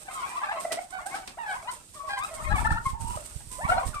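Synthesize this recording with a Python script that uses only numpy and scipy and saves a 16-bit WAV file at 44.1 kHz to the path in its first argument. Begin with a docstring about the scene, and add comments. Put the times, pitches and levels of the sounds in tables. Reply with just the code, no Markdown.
"""Many short overlapping turkey yelps, near and far, in a dirt-floored shed, over feet scuffing the dirt.
Yelps are near-sine glides with six partials; the far flock is a chance crowd of them. Scuffs are swells of
dense grit clicks and the shuffle is patchy noise. Gusts of lumpy low noise and single pushes buffet the two
microphone ports in the second half. The shed echoes birds and scuffs; the right port rings near 8.5 kHz."""
import sys
import numpy as np
from scipy import signal
from scipy.fft import rfft, irfft, next_fast_len
from scipy.io import wavfile

SR = 44100
rng = np.random.default_rng(int(sys.argv[2]) if len(sys.argv) > 2 else 0)


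def wrap_up_sound(samples):
    """Save the sound to the file named by the first command line argument, as 16-bit audio."""
    columns = np.atleast_2d(samples).T
    # keep every value between -1 and 1, then stretch to whole-number steps
    tamed = np.clip(columns, -1, 1)
    steps = np.round(tamed * 32767).astype(np.int16)
    wavfile.write(sys.argv[1], SR, steps)


N = 176400   # samples, 4 s


def from_db(db):
    """dB to gain."""
    return 10 ** (np.asarray(db) / 20)


def rms_one(x):
    """Scale to rms 1, over both sides together."""
    return x / np.sqrt(np.mean(x ** 2) + 1e-20)


def in_time(rows):
    """Columns of a breakpoint curve at every sample; the first column is seconds."""
    s, *columns = np.transpose(rows)
    return [np.interp(np.arange(N) / SR, s, c) for c in columns]


def drift(rate_hz):
    """Chance wander of rms 1: white noise through a double one-pole low-pass."""
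    r = np.exp(-2 * np.pi * rate_hz / SR)
    wander = signal.lfilter([1], [1, -2 * r, r * r], rng.standard_normal(N + SR))
    return rms_one(wander[SR:])   # the first second lets the filter settle


def colour(x, points):
    """Shape a noise by a spectrum drawn in dB on a log-frequency axis."""
    hz, db = np.transpose(points)
    f = np.maximum(np.arange(N // 2 + 1) * SR / N, 1)
    gain = from_db(np.interp(np.log(f), np.log(hz), db))
    return irfft(rfft(x) * gain, N)


def low(x, hz):
    """Two-pole low-pass."""
    return signal.sosfilt(signal.butter(2, hz, fs=SR, output="sos"), x)


def shuffle():
    """Steady shuffle of the shed: broad patchy noise, shared by both sides in the bass only."""
    # Each row: frequency in Hz, relative level in dB per Hz.
    shuffle_spectrum = [(85, -12), (140, -4.5), (300, -8), (1500, -19.5), (3500, -11.5), (7000, -12.5),
                        (12000, -18), (15000, -16.5)]
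    level_db, patch_db, patch_hz = -56, 2.5, 11.0
    white = rng.standard_normal((2, N))
    shared_bass = white + low(white[::-1], 670)
    patches = from_db(level_db + patch_db * drift(patch_hz))
    return patches * rms_one(colour(shared_bass, shuffle_spectrum))


def wind():
    """Wind on the ports: lumpy low noise, mostly each port's own, and single pushes on the right."""
    # Each row: time in seconds, relative level in dB, left over right in dB.
    gusts = [(0, -65.5, -1.5), (1.9, -61, 0.5), (2.1, -55.5, -5), (2.25, -55, -16), (2.32, -60, -2),
             (2.45, -38.5, 30), (2.55, -28, 12.5), (2.68, -35, 4), (2.72, -25, -5.5), (2.78, -40, 4),
             (2.92, -45, -13), (3.05, -34, -28), (3.18, -43, -6), (3.26, -51.5, 4), (3.6, -50.5, -8),
             (3.65, -34.5, -34.5), (3.83, -44.5, 1), (3.9, -35, -23), (4.0, -50.5, 2)]
    # Sharp pushes on the right port. Each row: time in seconds, size in dB before the dip, width in seconds.
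    puffs = [(2.728, -9.5, 0.0069), (2.870, -14.5, 0.0043), (3.047, -20.5, 0.0041), (3.364, -18.5, 0.0054),
             (3.653, -15, 0.0032), (3.868, -20, 0.0094)]
    body_hz, lump_db, edge_hz, edge_db = 73.6, 5, 252, -13.5
    lumps = from_db(lump_db * np.array([drift(23), drift(33.7)]))
    white = rng.standard_normal((2, N)) * lumps
    white = white + 0.27 * white[::-1]   # a little of each port in the other
    body = rms_one(low(low(white, body_hz), edge_hz))
    edge = rms_one(low(low(white, edge_hz), edge_hz))
    high_pass = signal.butter(2, 22.0, "high", fs=SR, output="sos")
    rumble = signal.sosfilt(high_pass, body + from_db(edge_db) * edge)

    db, pan_db = in_time(gusts)
    # panning keeps the summed power of the two ports
    pan_gain = 2 / (1 + from_db([-pan_db, pan_db]) ** 2) ** .5
    out = rumble * from_db(db) * pan_gain
    t = np.arange(N) / SR
    for s, push_db, width in puffs:
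        z = ((t - s) / width * 2) ** 2
        # a push inside a wider, shallower dip of opposite sign
        out[1] += from_db(push_db) * (np.exp(-z) - 0.29 * np.exp(-z / 9))
    return out


def shed(x):
    """Echo of the shed: ten feedback delays a side that lose treble each pass, smeared by two allpasses."""
    t60_s, dull_hz = 0.24, 3780   # decay in the bass; low-pass inside each loop
    size = next_fast_len(N + SR)
    w = 2 * np.pi * np.arange(size // 2 + 1) / size   # radians per sample
    dull = 1 / (1 + 1j * w * SR / (2 * np.pi * dull_hz))
    response = np.zeros((2, size // 2 + 1), complex)
    for k, lag_s in enumerate(rng.uniform(.008, 0.027, size=20)):
        loop = from_db(-60 * lag_s / t60_s) * dull * np.exp(-1j * w * int(lag_s * SR))
        response[k % 2] += (-1) ** (k // 2) * loop / (1 - loop)
    for lag in (149, 233):   # samples
        delay = np.exp(-1j * w * lag)
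        response *= (delay - .6) / (1 - .6 * delay)
    return irfft(rfft(x.mean(axis=0), size) * response, size)[:, :N]


def scuffs():
    """Feet and beaks scuffing the dirt: dense grit clicks that swell and die away, bright and dull."""
    # Each row: peak in seconds, rise in seconds, fall in seconds, bright part in dB, dull part in dB.
    strokes = [(0.038, 0.14, 0.0065, -53, -58), (0.155, 0.042, 0.01, -45.5, -51),
               (0.215, 0.023, 0.018, -55, -48.5), (0.304, 0.022, 0.0075, -49, -49),
               (0.376, 0.041, 0.03, -54, -52.5), (0.611, 0.012, 0.025, -44, -46),
               (0.722, 0.0025, 0.011, -37, -31.5), (0.836, 0.029, 0.011, -56, -56),
               (0.908, 0.003, 0.005, -47, -52), (1.065, 0.0048, 0.012, -42, -45.5),
               (1.154, 0.014, 0.02, -50.5, -43), (1.277, 0.0025, 0.009, -57, -38.5),
               (1.505, 0.012, 0.034, -52, -53), (1.719, 0.0091, 0.019, -44, -48.5),
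               (1.951, 0.019, 0.033, -53.5, -56), (2.094, 0.021, 0.029, -56, -49),
               (2.189, 0.0094, 0.0061, -46.5, -49), (2.238, 0.0042, 0.031, -45.5, -50.5),
               (2.35, 0.0099, 0.012, -45, -53), (2.444, 0.025, 0.0099, -48, -65),
               (2.565, 0.012, 0.017, -44.5, -49), (2.615, 0.027, 0.016, -47.5, -53),
               (2.669, 0.021, 0.0022, -52, -49), (2.729, 0.023, 0.014, -52, -48),
               (2.869, 0.027, 0.0031, -47.5, -49.5), (2.903, 0.019, 0.011, -49, -50.5),
               (3.017, 0.018, 0.018, -44.5, -52), (3.082, 0.0076, 0.17, -47.5, -54),
               (3.165, 0.0082, 0.0021, -53, -50.5), (3.26, 0.012, 0.0049, -49, -56),
               (3.401, 0.008, 0.011, -61, -64), (3.492, 0.0082, 0.0069, -52, -60),
               (3.515, 0.0017, 0.036, -43, -50.5), (3.702, 0.015, 0.018, -45, -44.5),
               (3.802, 0.0036, 0.022, -54, -56), (3.879, 0.02, 0.012, -42, -46.5),
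               (3.944, 0.0016, 0.014, -53, -47)]
    # Spectra of the two parts. Each row: frequency in Hz, relative level in dB.
    bright_spectrum = [(3000, -25), (6000, -6.5), (8500, 1), (12000, -7), (15000, 0)]
    dull_spectrum = [(120, -4), (330, 7), (560, 2), (3500, 0.5), (5500, -1.5), (8000, -21)]
    grit_per_s, grit_spread_db = 6000, 3.5
    t, bright, dull = np.arange(N) / SR, np.zeros(N), np.zeros(N)
    for s, rise, fall, bright_db, dull_db in strokes:
        # bell-shaped rise, exponential fall
        shape = np.exp(-np.where(t < s, ((s - t) / rise) ** 2, (t - s) / fall / 2))
        bright += from_db(bright_db) * shape
        dull += from_db(dull_db) * shape
    sizes = from_db(grit_spread_db * np.minimum(rng.exponential(1, (2, N)), 5))
    signs = rng.choice([-1, 1], (2, N))
    grit = sizes * signs * (rng.random((2, N)) < grit_per_s / SR)
    bright_grit = rms_one(colour(grit, bright_spectrum))
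    dull_grit = rms_one(colour(grit, dull_spectrum))
    return bright * bright_grit + dull * dull_grit


def notes(rows, shimmer_db, shimmer_hz):
    """Each note is a short near-sine glide with six partials and its own hoarseness, placed by level and lead."""
    attack_s, attack_share, release_s = .012, .6, .007   # short notes rise within this share of their length
    scoop, scoop_s = 0.0734, 0.0055   # each note scoops up to pitch by this share
    jitter, jitter_hz = .007, 107   # share of pitch, speed of its wander
    arch_db = 3.5   # sag at both ends
    upper_lead = 0.58   # share of the lead kept by upper partials
    # fall per partial above the third, steeper where the second partial is weak
    upper_fall_db, fall_per_db = 4.5, 0.61
    out, wobble, shimmer = np.zeros((2, N)), drift(jitter_hz), drift(shimmer_hz)
    offsets = rng.integers(N, size=len(rows))   # each note reads its own stretch of hoarseness
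    for (s, length, hz0, hz1, db, db2, db3, pan_db, lead_ms), own in zip(rows, offsets):
        attack = min(attack_s, attack_share * length)
        i = np.arange(int((s - attack) * SR), int((s + length + 3 * release_s) * SR))
        i = i[(i >= 0) & (i < N)]
        t = i / SR - s   # zero where the attack ends

        glide = hz0 + (hz1 - hz0) * np.clip(t / length, 0, 1)
        hz = glide * (1 - scoop * np.exp(-(t + attack) / scoop_s) + jitter * wobble[i - own])
        phase = 2 * np.pi * np.cumsum(hz) / SR

        rise = np.sin(np.pi / 2 * np.clip(1 + t / attack, 0, 1)) ** 2
        release = np.exp(-(np.maximum(t - length, 0) / release_s) ** 2)
        sag_db = arch_db * np.minimum((2 * t / length - 1) ** 2, 2)
        throb = shimmer[i - own]
        level_db = db - sag_db + shimmer_db * (throb - throb.mean())
        swell = rise * release * from_db(level_db) * np.sqrt(2)   # rms to sine peak

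        fall_db = upper_fall_db - fall_per_db * db2
        levels = from_db([0, db2, *(db3 - fall_db * np.arange(4))])
        for side, sign in enumerate((.5, -.5)):
            lead = sign * 2 * np.pi * hz * lead_ms / 1000
            voice = sum(g * np.sin((k + 1) * phase + (1 + k * upper_lead) * lead)
                        for k, g in enumerate(levels))
            out[side, i] += swell * from_db(sign * pan_db) * voice
    return out


def far_flock():
    """The rest of the flock, further off: chance hoarse notes from all round under one level curve."""
    # Each row: time in seconds, level in dB.
    flock_level = [(0, -59.5), (.1, -47.5), (.27, -43.5), (.58, -36.5), (.64, -50.5), (.88, -64.5),
                   (1.0, -44.5), (1.2, -47), (1.35, -58), (1.55, -45), (1.75, -53), (1.9, -70),
                   (2.2, -50.5), (2.4, -45), (2.68, -39), (2.84, -62.5), (3.2, -53), (3.4, -59),
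                   (3.57, -85), (3.68, -38.5), (4.0, -57.5)]
    notes_per_s, low_hz, high_hz, note_s = 140, 609.3, 1377.6, 0.02
    second_db, third_db = -3.5, -14   # partials against the first
    rasp_db, rasp_hz = 4.5, 132   # fast chance throb of hoarse far voices
    rows = []
    for when, pitch, size, bend, loud, side, lead in rng.random((int(notes_per_s * N / SR), 7)):
        hz = low_hz * (high_hz / low_hz) ** pitch
        rows.append((when * N / SR, note_s * (0.41 + size), hz, hz * (.92 + 0.166 * bend), -8 * loud,
                     second_db, third_db, 8 * side - 3, 0.84 * lead - .4))
    return from_db(in_time(flock_level)[0]) * rms_one(notes(rows, rasp_db, rasp_hz))


def near_yelps():
    """The near birds: each yelp has its own glide, partials and place, with a mild hoarse throb."""
    # Each row: end of attack in seconds, length from there in seconds, first Hz, last Hz, mid-note level in dB,
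    # 2nd and 3rd partial in dB against the first, left over right in dB, left lead in ms.
    yelps = [(0.084, 0.015, 755, 785, -41, -4.5, -10, 4.5, 0.27),
             (0.108, 0.034, 1226, 1240, -48, -15, -15, 1, 0.077),
             (0.15, 0.055, 1336, 1172, -37, -18, -21, 4, 0.3),
             (0.159, 0.089, 1089, 957, -40.5, -18, -14.5, -2, 0.12),
             (0.21, 0.057, 1420, 1398, -49, -25, -30, -4, 0.16),
             (0.228, 0.032, 1083, 1105, -31.5, -13, -23, 6.5, -0.33),
             (0.24, 0.115, 1192, 1213, -53, 3.5, -22, 0, 0.13),
             (0.257, 0.022, 902, 740, -44, -18, -26, -2, 0.18),
             (0.32, 0.049, 1072, 986, -44, -14, -22, -2, -0.13),
             (0.33, 0.011, 1028, 1020, -39, -17, -28, 7, 0.27),
             (0.357, 0.0082, 1000, 1080, -36, -24, -25, 0, 0.05),
             (0.365, 0.024, 1163, 1190, -30.5, -28, -36, 4.5, 0.42),
             (0.405, 0.03, 1094, 976, -36, -17, -22, 1, -0.079),
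             (0.434, 0.0076, 1173, 1200, -23.5, -20, -28, 0, -0.31),
             (0.42, 0.037, 791, 887, -39.5, 1, -16, 3.5, 0.23),
             (0.488, 0.013, 788, 825, -33.5, 2.5, -21, -2, 0.27),
             (0.503, 0.025, 843, 883, -36, -0.5, -23, 1, 0.3),
             (0.53, 0.0088, 836, 770, -40.5, -7, -30, 1, -0.019),
             (0.53, 0.055, 687, 644.5, -37, -11, -17, -4, 0.01),
             (0.569, 0.043, 1130, 1040, -37, -12, -33, 4, 0.25),
             (0.648, 0.011, 667, 679, -32, -21, -15.5, -1, 0.01),
             (0.709, 0.016, 661, 652, -33, -16, -7.5, -1, 0.1),
             (0.739, 0.0099, 642, 753, -42, -25, -5, 6, -1.2),
             (0.777, 0.015, 665, 737, -30, -18.5, -10.5, -1, -0.15),
             (0.931, 0.051, 756.7, 743, -40, -1, -14, -8, -0.29),
             (0.97, 0.036, 1400, 1440, -44.5, -37, -25, 1, -0.18),
             (0.988, 0.008, 1120, 1174, -36, -25, -34, 2, 0.27),
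             (1.008, 0.038, 675, 730, -52, -12, -3, 5, 0.1),
             (1.063, 0.018, 743, 820, -34.5, -6.5, -28, -4, 0.21),
             (1.114, 0.042, 1067, 1143, -45.5, 0.5, -28, 6, 0.17),
             (1.146, 0.012, 764, 848, -32, -4.5, -19, 4, 0.14),
             (1.155, 0.019, 1290, 1324, -38.5, -15, -31, 0, 0.27),
             (1.222, 0.022, 740, 754, -50, -6, -10, 2, 0.1),
             (1.378, 0.014, 682, 955, -35.5, -10.5, -19, 2.5, 0.2),
             (1.39, 0.064, 963, 846, -37, -8.5, -18.5, -7.5, 0.45),
             (1.464, 0.092, 855, 797, -40, 4, -18, 1, -0.24),
             (1.485, 0.034, 799, 745, -37, -0.5, -11, 1, 0.022),
             (1.518, 0.033, 1130, 1082, -46, -5, -10, 5, 0.53),
             (1.527, 0.036, 1237, 1280, -42, -14, -30, 3.5, 0.41),
             (1.548, 0.021, 882, 1050, -37.5, -26, -20, -5, -0.15),
             (1.635, 0.04, 635, 930, -45.5, -14, -30, 0, 0.038),
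             (1.678, 0.025, 966, 1030, -33, -9.5, -13, 3, 0.22),
             (1.691, 0.0056, 1400, 1530, -37, -20, -7, 5, -0.14),
             (1.73, 0.0079, 960, 1070, -45, -23, -20, 8, 0.055),
             (1.945, 0.018, 1030, 1217, -52.5, -13, -23, -6, 0.13),
             (1.955, 0.04, 628, 578, -56.5, -18, -8, -3, 0.18),
             (1.962, 0.022, 1200, 1140, -48, -22, -16, 8, 0.2),
             (2.0, 0.065, 1132, 1110, -39.5, -31, -31, 8, 0.19),
             (2.035, 0.055, 646, 615, -46, -13, -21, -3.5, 0.26),
             (2.065, 0.042, 1135, 1085, -38, -28, -36, -2, 0.23),
             (2.095, 0.021, 995, 1050, -44.5, -4.5, -24, 12.5, 0.69),
             (2.101, 0.088, 814, 795, -38, 3.5, -9, 4, -0.18),
             (2.17, 0.012, 1027, 1026, -33, -9, -17.5, -5, 0.01),
             (2.191, 0.019, 1029, 1094, -36.5, -12, -21, 11, 0.22),
             (2.218, 0.033, 1168, 1301, -31.5, -10.5, -16.5, 6, 0.31),
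             (2.317, 0.026, 663, 637, -36, -16, -18.5, -4, 0.027),
             (2.395, 0.026, 1037, 1337, -37, -26, -24, 4.5, 0.58),
             (2.449, 0.035, 1076, 1076, -36.5, -5, -21, 7.5, -0.32),
             (2.475, 0.021, 615, 613, -40.5, -10, -3.5, 0, -0.21),
             (2.493, 0.033, 1376, 1320, -37.5, -30, -15, 9, -0.37),
             (2.508, 0.026, 814, 842, -34.5, 0.5, -20, 10, 0.23),
             (2.529, 0.038, 1272, 1074, -30.5, -18, -27, 0, 0.31),
             (2.558, 0.023, 782, 699, -35.5, -14, 0, 1.5, -0.15),
             (2.58, 0.014, 890, 854, -32.5, -4, -12, 5, -0.24),
             (2.589, 0.013, 1240, 1390, -29.5, -25, -33, 6.5, -0.45),
             (2.61, 0.019, 947, 960, -38.5, -26, -30, -12, -0.098),
             (2.648, 0.012, 877, 901, -25, -1.5, -21, 7.5, -0.16),
             (2.661, 0.014, 1235, 1400, -25.5, -38, -30, 6.5, -0.37),
             (2.676, 0.012, 902, 860, -37, -6, -31, -2, 0.37),
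             (2.706, 0.0049, 870, 910, -26, 1.5, -18, 7, -0.18),
             (2.721, 0.0071, 1300, 1450, -26.5, -26, -25, 7, 0.27),
             (2.736, 0.043, 821, 932, -37, -4.5, -20, 5, -0.18),
             (2.775, 0.01, 1316, 1440, -28.5, -20, -28, 5, -0.2),
             (2.859, 0.023, 1084, 1062, -25.5, -15.5, -30, 3.5, 0.14),
             (2.909, 0.018, 1083, 1088, -50, -11, -42, -1, -0.2),
             (2.939, 0.03, 867, 910, -39.5, -29, -39, -6.5, 0.44),
             (2.972, 0.12, 919.6, 900.5, -41.5, -42, -29, -3.5, 0.19),
             (3.044, 0.11, 946, 987, -39, -42, -19.5, -3, 0.33),
             (3.14, 0.026, 889, 770, -48.5, -26, -12, 4, -0.065),
             (3.17, 0.011, 603, 638, -37.5, -3.5, -28, 0, 0.39),
             (3.512, 0.16, 1022, 988, -49.5, -14, -28, -7, -0.17),
             (3.59, 0.028, 576, 827, -38.5, -16, -30, 1, -0.14),
             (3.615, 0.04, 862, 1005, -37.5, -3, -18, 3.5, -0.21),
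             (3.644, 0.018, 1100, 1144, -30, -8, -30, -5.5, -0.31),
             (3.668, 0.016, 773, 950, -35, -15, -20, 5, 0.13),
             (3.691, 0.026, 1371, 1399, -25.5, -21, -27, 4, -0.23),
             (3.69, 0.016, 643, 686, -32, -8, -25, 6, 0.41),
             (3.714, 0.018, 711, 749, -20.5, -5, -15.5, 2, 0.23),
             (3.706, 0.04, 960, 950, -40, -9, -17.5, 10, -0.46),
             (3.727, 0.092, 1147, 1128, -42.5, -16, -19, 2, -0.3),
             (3.739, 0.021, 892, 898, -33.5, -22, -31, -14, 0.33),
             (3.769, 0.038, 947, 975, -35, -21, -31, 13, 0.62),
             (3.772, 0.017, 1379, 1405, -38.5, -13, -7.5, 8.5, -0.16),
             (3.773, 0.017, 632, 790, -26, -8.5, -21.5, -1, 0.18),
             (3.789, 0.02, 1223, 1205, -37, -14, -31, 8, 0.34),
             (3.804, 0.013, 723, 665, -37, -13, -26, 0, 0.29),
             (3.828, 0.0347, 1058, 1124, -42.5, -12, -32, 7, 0.014),
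             (3.828, 0.019, 519, 517, -43.5, 8, -18, 0, 0.36),
             (3.937, 0.013, 1483, 1216, -40, -20, -32, 0, -0.084),
             (3.948, 0.044, 1210, 1146, -35.5, -13, -32, 5, 0.176)]
    return notes(yelps, shimmer_db=2.8, shimmer_hz=93.0)


def scene():
    """Birds and scuffs with the shed's echo, shuffle and wind."""
    near = near_yelps() + far_flock() + scuffs()
    echo = from_db(-12) * shed(near)
    return near + echo + shuffle() + wind()


def record(dry):
    """The right port resonates in the treble, the left dips in the same band; the top is cut on both."""
    port_hz, width_hz, right_db, left_db = 8430, 1000, 16, -8
    cutoff_hz = 15150   # fully cut, by 70 dB, from here up
    r, w = np.exp(-np.pi * width_hz / SR), 2 * np.pi * port_hz / SR
    ring = signal.lfilter(np.array([1, 0, -1]) * (1 - r * r) / 2, [1, -2 * r * np.cos(w), r * r], dry)
    left = dry[0] + (from_db(left_db) - 1) * ring[0]
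    right = dry[1] + (from_db(right_db) - 1) * ring[1]
    top_cut = signal.cheby2(12, 70, cutoff_hz, fs=SR, output="sos")
    return signal.sosfilt(top_cut, [left, right])


dry = scene()
out = record(dry)
wrap_up_sound(out)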